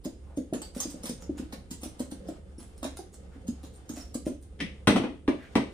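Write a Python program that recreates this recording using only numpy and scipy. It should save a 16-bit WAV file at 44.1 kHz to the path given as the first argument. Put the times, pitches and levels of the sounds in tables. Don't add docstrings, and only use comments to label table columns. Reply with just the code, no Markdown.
import sys
import numpy as np
from scipy import signal
from scipy.fft import rfft, irfft
from scipy.io import wavfile
from scipy.ndimage import uniform_filter1d

SR = 44100
rng = np.random.default_rng(int(sys.argv[2]) if len(sys.argv) > 2 else 0)


def file_out(sig):
    cols = np.atleast_2d(sig).T
    lim = np.clip(cols, -1, 1)
    pcm = np.round(lim * 32767).astype(np.int16)
    wavfile.write(sys.argv[1], SR, pcm)


N = 252693
T = np.arange(18000) / SR

# frequency in Hz, T60 in seconds.
ROOM_T60 = [(150, 0.27), (400, 0.37), (1000, 0.29), (2800, 0.4), (7000, 0.33), (14000, 0.22)]
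# frequency in Hz, correlation.
MIC_CORRELATION = [(60, 0.87), (250, 0.94), (500, 0.51), (1000, -0.12), (2000, 0.13), (4000, 0.58),
                   (8000, 0.17), (14000, -0.49)]
# frequency in Hz, side gain in dB.
STEREO_WIDTH = [(250, 1), (1000, -2.5), (4000, 5), (8500, 0.5), (13000, -1)]
# frequency in Hz, relative density in dB.
AIR_SPECTRUM = [(25, -1), (50, 14), (100, 6), (160, -2.5), (300, -3), (450, -4), (900, -51), (2000, -29),
                (5000, -46.5), (7300, -37), (9000, -27), (13500, -53), (16000, -57)]
# time in seconds, level in dB.
HANDLING_LEVEL = [(0, -68), (.6, -67.5), (1.2, -60), (1.7, -65), (2.2, -62.5), (2.701, -66.5),
                  (3.35, -61.5), (3.8, -65), (4.4, -65.5), (5.201, -66), (5.73, -58)]
# start in seconds, length in seconds, level in dB, centre in Hz.
SLIDES = [(0.25, .12, -59.5, 785), (3.304, 0.081, -63, 1450), (5.37, 0.13, -53, 1760)]
# start in seconds, click level in dB, thud level in dB, thud pitch in Hz.
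CAP_SNAPS = [(4.591, -53, -44.5, 225), (4.602, -32.5, -35.5, 273), (4.612, -39.5, -33.5, 193)]
# frequency in Hz, gain in dB.
CLICK_TONE = [(300, -9), (1100, -8.5), (1600, -5.5), (1900, 6), (2600, -1.5), (3500, -4.5), (4300, -15),
              (5400, -10.5), (7300, -26), (9000, -15.5), (14000, -35)]
# start in seconds, clack level in dB, thud level in dB, thud pitch in Hz.
BOTTLE_KNOCKS = [(4.872, -18, -15.5, 228), (4.883, -28, -16.5, 264), (4.940, -59, -21, 186.4),
                 (4.960, -25, -19.5, 251), (5.036, -35.5, -26, 270), (5.278, -30.5, -16.5, 288),
                 (5.554, -23.5, -15, 247)]
# frequency in Hz, relative level in dB, T60 in seconds.
KNOCK_MODES = [(653, 12.5, 0.11), (840, -16, 0.06), (1153, -16, 0.14), (1810, -1, 0.075), (2040, 5, 0.14),
               (2280, -1, 0.08), (3700, 7, 0.073)]
# frequency in Hz, gain in dB.
CLACK_TONE = [(150, -14), (400, -10.5), (750, -3), (1000, -3), (1250, -5), (1550, -9.5), (2400, -9.5),
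              (3500, -15), (5000, -23), (6300, -23), (7300, -34.5), (8500, -20), (10000, -28), (14000, -38)]
# start in seconds, level in dB, pitch in Hz, wall overtone in dB.
BOTTLE_GLUGS = [(0.053, -31, 233, -3.5), (0.061, -31.5, 287, -8.5), (0.372, -28, 273, -9.5),
                (0.382, -28.5, 248, -3.5), (0.525, -26, 293, -4.5), (0.543, -31.5, 232, 1),
                (0.762, -31, 240, 1), (0.853, -31.5, 268, -10), (0.941, -37, 260, -5),
                (1.038, -35, 250, -1), (1.094, -31, 233, -7.5), (1.293, -25.5, 282, -17.5),
                (1.396, -30, 266, -31), (1.53, -36.5, 231, -3.5), (1.711, -35, 220, -22),
                (1.83, -37, 258, -4), (1.857, -36, 290, -9), (2.001, -26.5, 252, -2.5),
                (2.12, -35, 260, -11), (2.286, -31.5, 289, 2.5), (2.582, -40.5, 244, -19),
                (2.827, -33.5, 277, 10.5), (2.848, -29.5, 279, 7.5), (2.99, -38, 349, -1),
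                (3.358, -45, 257, -24), (3.485, -25.5, 226, -35), (3.636, -40, 251, -9),
                (3.897, -32.5, 243, -15), (3.97, -40, 279, 9), (4.151, -27.5, 246, -3),
                (4.265, -23.5, 272.6, -7)]
# start in seconds, level in dB, pitch in Hz, decay in seconds.
NOZZLE_SQUEAKS = [(0.617, -39, 7920, 0.0036), (0.622, -49, 4580, .028), (0.830, -41, 4940, 0.0059)]
# frequency in Hz, gain in dB.
FIZZ_TONE = [(300, 0), (700, 15), (1400, 9.5), (2300, 3.5), (3600, 4), (5000, 2.5), (7500, 3.5),
             (9500, 4.5), (13000, -5.5), (14500, 4), (15500, -29)]
# time in seconds, level in dB, decay in seconds,
# gain below 3.4 kHz in dB, nozzle resonance in Hz, side from -1 (left) to 1 (right).
NOZZLE_BURSTS = [(0.05, -44.5, .008, -5.5, 5020, 1), (0.374, -49, 0.0024, -2.5, 6670, -1),
                 (0.535, -39.5, 0.014, 1, 10000, 1), (0.749, -42.5, 0.095, -3.5, 8650, 0),
                 (0.803, -30, 0.0048, -13.5, 6240, -1), (0.903, -47.5, 0.012, -15.5, 8260, 1),
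                 (1.034, -42, 0.015, -5, 9600, 1), (1.056, -39, .018, -5.5, 8720, 1),
                 (1.094, -39.5, 0.0048, -10.5, 8950, 1), (1.223, -50.5, 0.0081, -1.5, 6800, 0),
                 (1.382, -47.5, 0.023, 1.5, 2740, 0), (1.526, -42, 0.011, 3.5, 4270, 1),
                 (1.712, -41, 0.014, -6.5, 7300, -1), (1.819, -50.5, .007, -3, 8800, -1),
                 (1.835, -41, 0.024, -4.5, 8770, -1), (1.996, -42, .014, -2, 8200, 1),
                 (2.115, -46.5, 0.011, -1, 9000, 1), (2.285, -51, 0.013, 0.5, 7750, -1),
                 (2.598, -51, 0.045, -1.5, 9800, 0), (2.779, -56.5, 0.0033, -9, 9300, 0),
                 (2.83, -37, 0.021, 3, 3900, -1), (2.971, -44, 0.022, -2, 9800, 0),
                 (3.142, -52, .006, -7, 8300, 0), (3.480, -46.5, .011, -6.5, 6650, 1),
                 (3.638, -53, 0.037, 0, 4000, 0), (3.738, -56, .035, -6, 8560, 0),
                 (3.892, -44, 0.049, -1, 6500, -1), (3.967, -46, 0.047, -1, 5570, 0),
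                 (4.146, -39, 0.008, -7.5, 7980, 1), (4.26, -46.5, 0.026, 1.5, 9140, 0),
                 (4.425, -59.5, .01, -7, 9200, 0)]


def amp(db):
    return 10 ** (np.asarray(db) / 20)


def unit(x):
    return x / np.sqrt(np.mean(x ** 2) + 1e-20)


def lookup(table, hz):
    f, value = np.transpose(table)
    return np.interp(np.log(hz + 1), np.log(f + 1), value)


def freqs(x):
    return np.fft.rfftfreq(x.shape[-1], 1 / SR)


def colour(x, db):
    log_gain = np.log(amp(np.concatenate([db, db[-2:0:-1]])))
    return irfft(rfft(x) * np.exp(np.conj(signal.hilbert(log_gain)))[:len(db)])


def drift(shape, cutoff_hz):
    noise = rng.standard_normal(shape)
    return unit(irfft(rfft(noise) / (1 + (freqs(noise) / cutoff_hz) ** 4), N))


def pops(samples, per_s, spread_db):
    size = amp(spread_db * np.minimum(rng.exponential(1, samples), 4))
    return size * rng.choice([-1, 1], samples) * (rng.random(samples) < per_s / SR)


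def add(mix, start_s, db, sound):
    peak_power = uniform_filter1d((sound ** 2).mean(0), size=353).max()
    part = mix[:, max(round(start_s * SR), 0):][:, :sound.shape[1]]
    part += amp(db) / np.sqrt(peak_power) * sound[:, :part.shape[1]]


def diffuse(pair):
    correlation = np.clip(lookup(MIC_CORRELATION, freqs(pair)), -1, 1)
    a, b = rfft(pair)
    mid, side = a * np.sqrt((1 + correlation) / 2), b * np.sqrt((1 - correlation) / 2)
    return irfft(np.array([mid + side, mid - side]), pair.shape[-1])


def room(x, wet_db, side=0., early_db=-3.0, spacing_s=0.000217):
    hz, t, spectra = signal.stft(rng.standard_normal((2, len(T))), SR, nperseg=256)
    decay = amp(-60 * t / lookup(ROOM_T60, hz)[:, None])
    tail = signal.istft(spectra * decay, SR, nperseg=256)[1][:, :len(T)]
    onset = np.clip((T - .001) / .003, 0, 1)
    tail = diffuse(tail) * onset * (1 + amp(early_db) * np.exp(-T / .025))
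    wet = unit(signal.fftconvolve(x[None], tail, axes=1)[:, :len(T)]) * np.std(x)
    delay_s = spacing_s * np.clip([[1 + side], [1 - side]], 0, 2) / 2
    direct = irfft(rfft(x) * np.exp(-2j * np.pi * freqs(x) * delay_s))
    return direct + amp(wet_db) * wet


def cavity(hz, decay_s, overtone_db, overtone_ratio=2.143, wall_s=0.0023, sag_ratio=0.756, sag_db=-11):
    phase = 2 * np.pi * hz * T
    swell = 1 - np.exp(-(T * hz / 1.49) ** 2)
    air = np.sin(phase) * np.exp(-T / decay_s)
    walls = amp(overtone_db) * np.sin(phase * overtone_ratio) + amp(sag_db) * np.sin(phase * sag_ratio)
    return -(air + walls * np.exp(-T / wall_s)) * swell


def rattle(contact_s):
    chatter = rng.standard_normal(len(T)) * np.sqrt(T) * np.exp(-T / contact_s)
    flat = irfft(np.exp(1j * np.angle(rfft(chatter))))
    return flat * np.exp(-T / .04)


def room_air(level_db=-51):
    noise = diffuse(rng.standard_normal((2, N)))
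    return amp(level_db) * unit(irfft(rfft(noise) * amp(lookup(AIR_SPECTRUM, freqs(noise))), N))


def appliance_hum(pitch_hz=70.6, level_db=-51.5, waver=0.33):
    a, b = drift((2, N), cutoff_hz=3)
    tone = np.exp(2j * np.pi * pitch_hz * np.arange(N) / SR)
    return amp(level_db) * unit(((1 + waver * (a + 1j * b)) * tone).real)


def handling(bump_db=8, dull_db_per_octave=5, spell_db=2.0):
    hz = freqs(T)
    level_db = np.interp(np.arange(N) / SR, *np.transpose(HANDLING_LEVEL))
    level_db += spell_db * drift(N, cutoff_hz=6)
    creases, taps = pops(N, per_s=300, spread_db=3.5), pops(N, per_s=50, spread_db=3.5)
    crinkle_db = lookup(FIZZ_TONE, hz) - dull_db_per_octave * np.log2(1 + hz / 1500)
    crinkle = room(colour(signal.unit_impulse(len(T)), crinkle_db), wet_db=12)
    bump = room(cavity(hz=230, decay_s=0.001, overtone_db=-12.5), wet_db=9.5)
    rub = .1 * rng.standard_normal(N)
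    rustle = unit(signal.fftconvolve((creases + rub)[None], crinkle, axes=1)[:, :N])
    bumps = unit(signal.fftconvolve(taps[None], bump, axes=1)[:, :N])
    return amp(level_db) * (rustle + amp(bump_db) * bumps)


def slides(width_octaves=0.47, catch_db=-4):
    out, hz = np.zeros((2, N)), freqs(T)
    for start_s, length_s, db, centre_hz in SLIDES:
        stroke = np.sin(np.pi * np.minimum(T / length_s, 1))
        friction = rng.standard_normal(len(T))
        friction += amp(catch_db) * unit(pops(len(T), per_s=450, spread_db=4))
        band_db = -20 * np.log10(1 + (np.log2((hz + 20) / centre_hz) / width_octaves) ** 2)
        add(out, start_s, db, room(colour(stroke * friction, band_db), wet_db=0))
    return out


def cap_snap():
    out = np.zeros((2, N))
    for start_s, click_db, thud_db, thud_hz in CAP_SNAPS:
        click = colour(rattle(contact_s=0.0049), lookup(CLICK_TONE, freqs(T)))
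        add(out, start_s, click_db, room(click, wet_db=4, side=-0.13) * amp([[.8], [-.8]]))
        thud = cavity(thud_hz, decay_s=0.0072, overtone_db=4, overtone_ratio=1.8)
        add(out, start_s, thud_db, room(thud, wet_db=5.5))
    return out


def knocks(firm_db=-22.5, ring_db=-37, crackle_db=-6, crackle_s=0.0085, thud_lag_s=0.00238):
    out, hz = np.zeros((2, N)), freqs(T)
    modes = [amp(db - 60 * T / t60_s) * np.sin(2 * np.pi * f * T) for f, db, t60_s in KNOCK_MODES]
    ring = amp(ring_db) * np.mean(modes, axis=0)
    for start_s, clack_db, thud_db, thud_hz in BOTTLE_KNOCKS:
        force_db = clack_db - firm_db
        tilt_db = 0.33 * force_db * np.log2(1 + hz / 1000)
        decay_s = 0.0023 * 2 ** (-force_db / 18)
        contact = rattle(contact_s=0.0018)
        crackle = pops(len(T), per_s=760, spread_db=0.5) * np.exp(-T / crackle_s)
        strike = (unit(contact) + amp(crackle_db) * unit(crackle)) / np.sqrt(len(T))
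        clack = colour(strike + ring, lookup(CLACK_TONE, hz) + tilt_db)
        add(out, start_s, clack_db, room(clack, wet_db=5.5, side=-0.33) * amp([[1.1], [-1.1]]))
        thud = cavity(thud_hz, decay_s, overtone_db=-8.5, overtone_ratio=1.877)
        add(out, start_s + thud_lag_s, thud_db, room(thud, wet_db=0.5, early_db=-6.0))
    return out


def glugs():
    out = np.zeros((2, N))
    for start_s, db, pitch_hz, overtone_db in BOTTLE_GLUGS:
        decay_s = 0.003 + 0.0006 * amp(overtone_db) ** 2
        add(out, start_s, db, room(cavity(pitch_hz, decay_s, overtone_db), wet_db=-1.0, early_db=0.5))
    return out


def fizz_db(shelf_db):
    hz = freqs(T)
    return lookup(FIZZ_TONE, hz) + shelf_db / (1 + (hz / 3400) ** 4)


def squeaks(drop=.07, settle_s=0.0022, roughness=0.045, hiss_db=-4):
    out = np.zeros((2, N))
    for start_s, db, pitch_hz, decay_s in NOZZLE_SQUEAKS:
        flutter = unit(uniform_filter1d(rng.standard_normal(len(T)), size=16))
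        tone_hz = pitch_hz * (1 + drop * np.exp(-T / settle_s) + roughness * flutter)
        tone = np.sin(2 * np.pi * np.cumsum(tone_hz) / SR)
        hiss = amp(hiss_db) * unit(colour(rng.standard_normal(len(T)), fizz_db(shelf_db=-4)))
        envelope = (1 - np.exp(-T / settle_s)) * np.exp(-T / decay_s)
        add(out, start_s, db, room(envelope * (tone + hiss), wet_db=0.5, side=-1.2))
    return out


def small_bubbles(t, swell_s, decay_s, count=8, ring_s=0.0038, glide=0.018):
    out = np.zeros(len(t))
    for when, pitch, size in rng.random((count, 3)):
        age_s = np.maximum(t - (when * (swell_s + decay_s) - swell_s), 0)
        hz = 5000 * 2.9 ** pitch * (1 + glide * np.exp(-age_s / ring_s))
        out += size * np.sin(2 * np.pi * hz * age_s) * np.exp(-age_s / ring_s)
    return out


def squelches(leak_s=0.0091, leak_db=-16, typical_db=-42, bubble_db=-4, nozzle_db=9.5, nozzle_q=8.5):
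    out, hz = np.zeros((2, N)), freqs(T)
    lead_s = 2 * leak_s
    t = T - lead_s
    leak = amp(leak_db) * np.exp(-abs(t) / leak_s)
    for burst_s, db, decay_s, shelf_db, nozzle_hz, side in NOZZLE_BURSTS:
        swell_s = 0.0052 * 2 ** ((typical_db - db) / 4.5)
        burst = np.exp(np.minimum(t / swell_s, -t / decay_s))
        envelope = (burst + leak) * np.minimum(T / lead_s, 1)
        clumps = amp(4 * unit(uniform_filter1d(rng.standard_normal(len(T)), size=150)))
        fizz = pops(len(T), per_s=1100, spread_db=3) + 0.076 * rng.standard_normal(len(T))
        tear = envelope * clumps * fizz
        snap = rng.standard_normal(len(T)) * (t > 0) * np.exp(-abs(t) / 0.0026)
        snap_db = -1.5 - 10 * np.log10(decay_s / 0.012)
        bubbles = small_bubbles(t, swell_s, decay_s)
        spit = unit(tear) + amp(snap_db) * unit(snap) + amp(bubble_db) * unit(bubbles)
        resonance_db = nozzle_db / (1 + (2 * nozzle_q * (hz / nozzle_hz - 1)) ** 2)
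        squelch = colour(spit, fizz_db(shelf_db) + resonance_db)
        add(out, burst_s - lead_s, db, room(squelch, wet_db=3.0, side=side))
    return out * amp([[-.7], [.7]])


def scene():
    table = squelches() + squeaks() + glugs() + knocks() + cap_snap() + slides() + handling()
    background = (room_air() + appliance_hum()) * amp([[-.9], [.9]])
    return table + background


def record(dry, notch_hz=11700, notch_width_hz=480, notch_db=-20, cutoff_hz=15700):
    hz, (left, right) = freqs(dry), rfft(dry)
    mid, side = (left + right) / 2, (left - right) / 2 * amp(lookup(STEREO_WIDTH, hz))
    notch = amp(notch_db * np.exp(-((hz - notch_hz) / notch_width_hz) ** 2))
    heard = irfft(np.array([mid + side, mid - side]) * notch, N)
    lowpass = signal.firwin(255, cutoff_hz, window=("kaiser", 9), fs=SR)
    return signal.oaconvolve(heard, lowpass[None], "same")


dry = scene()
out = record(dry)
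file_out(out)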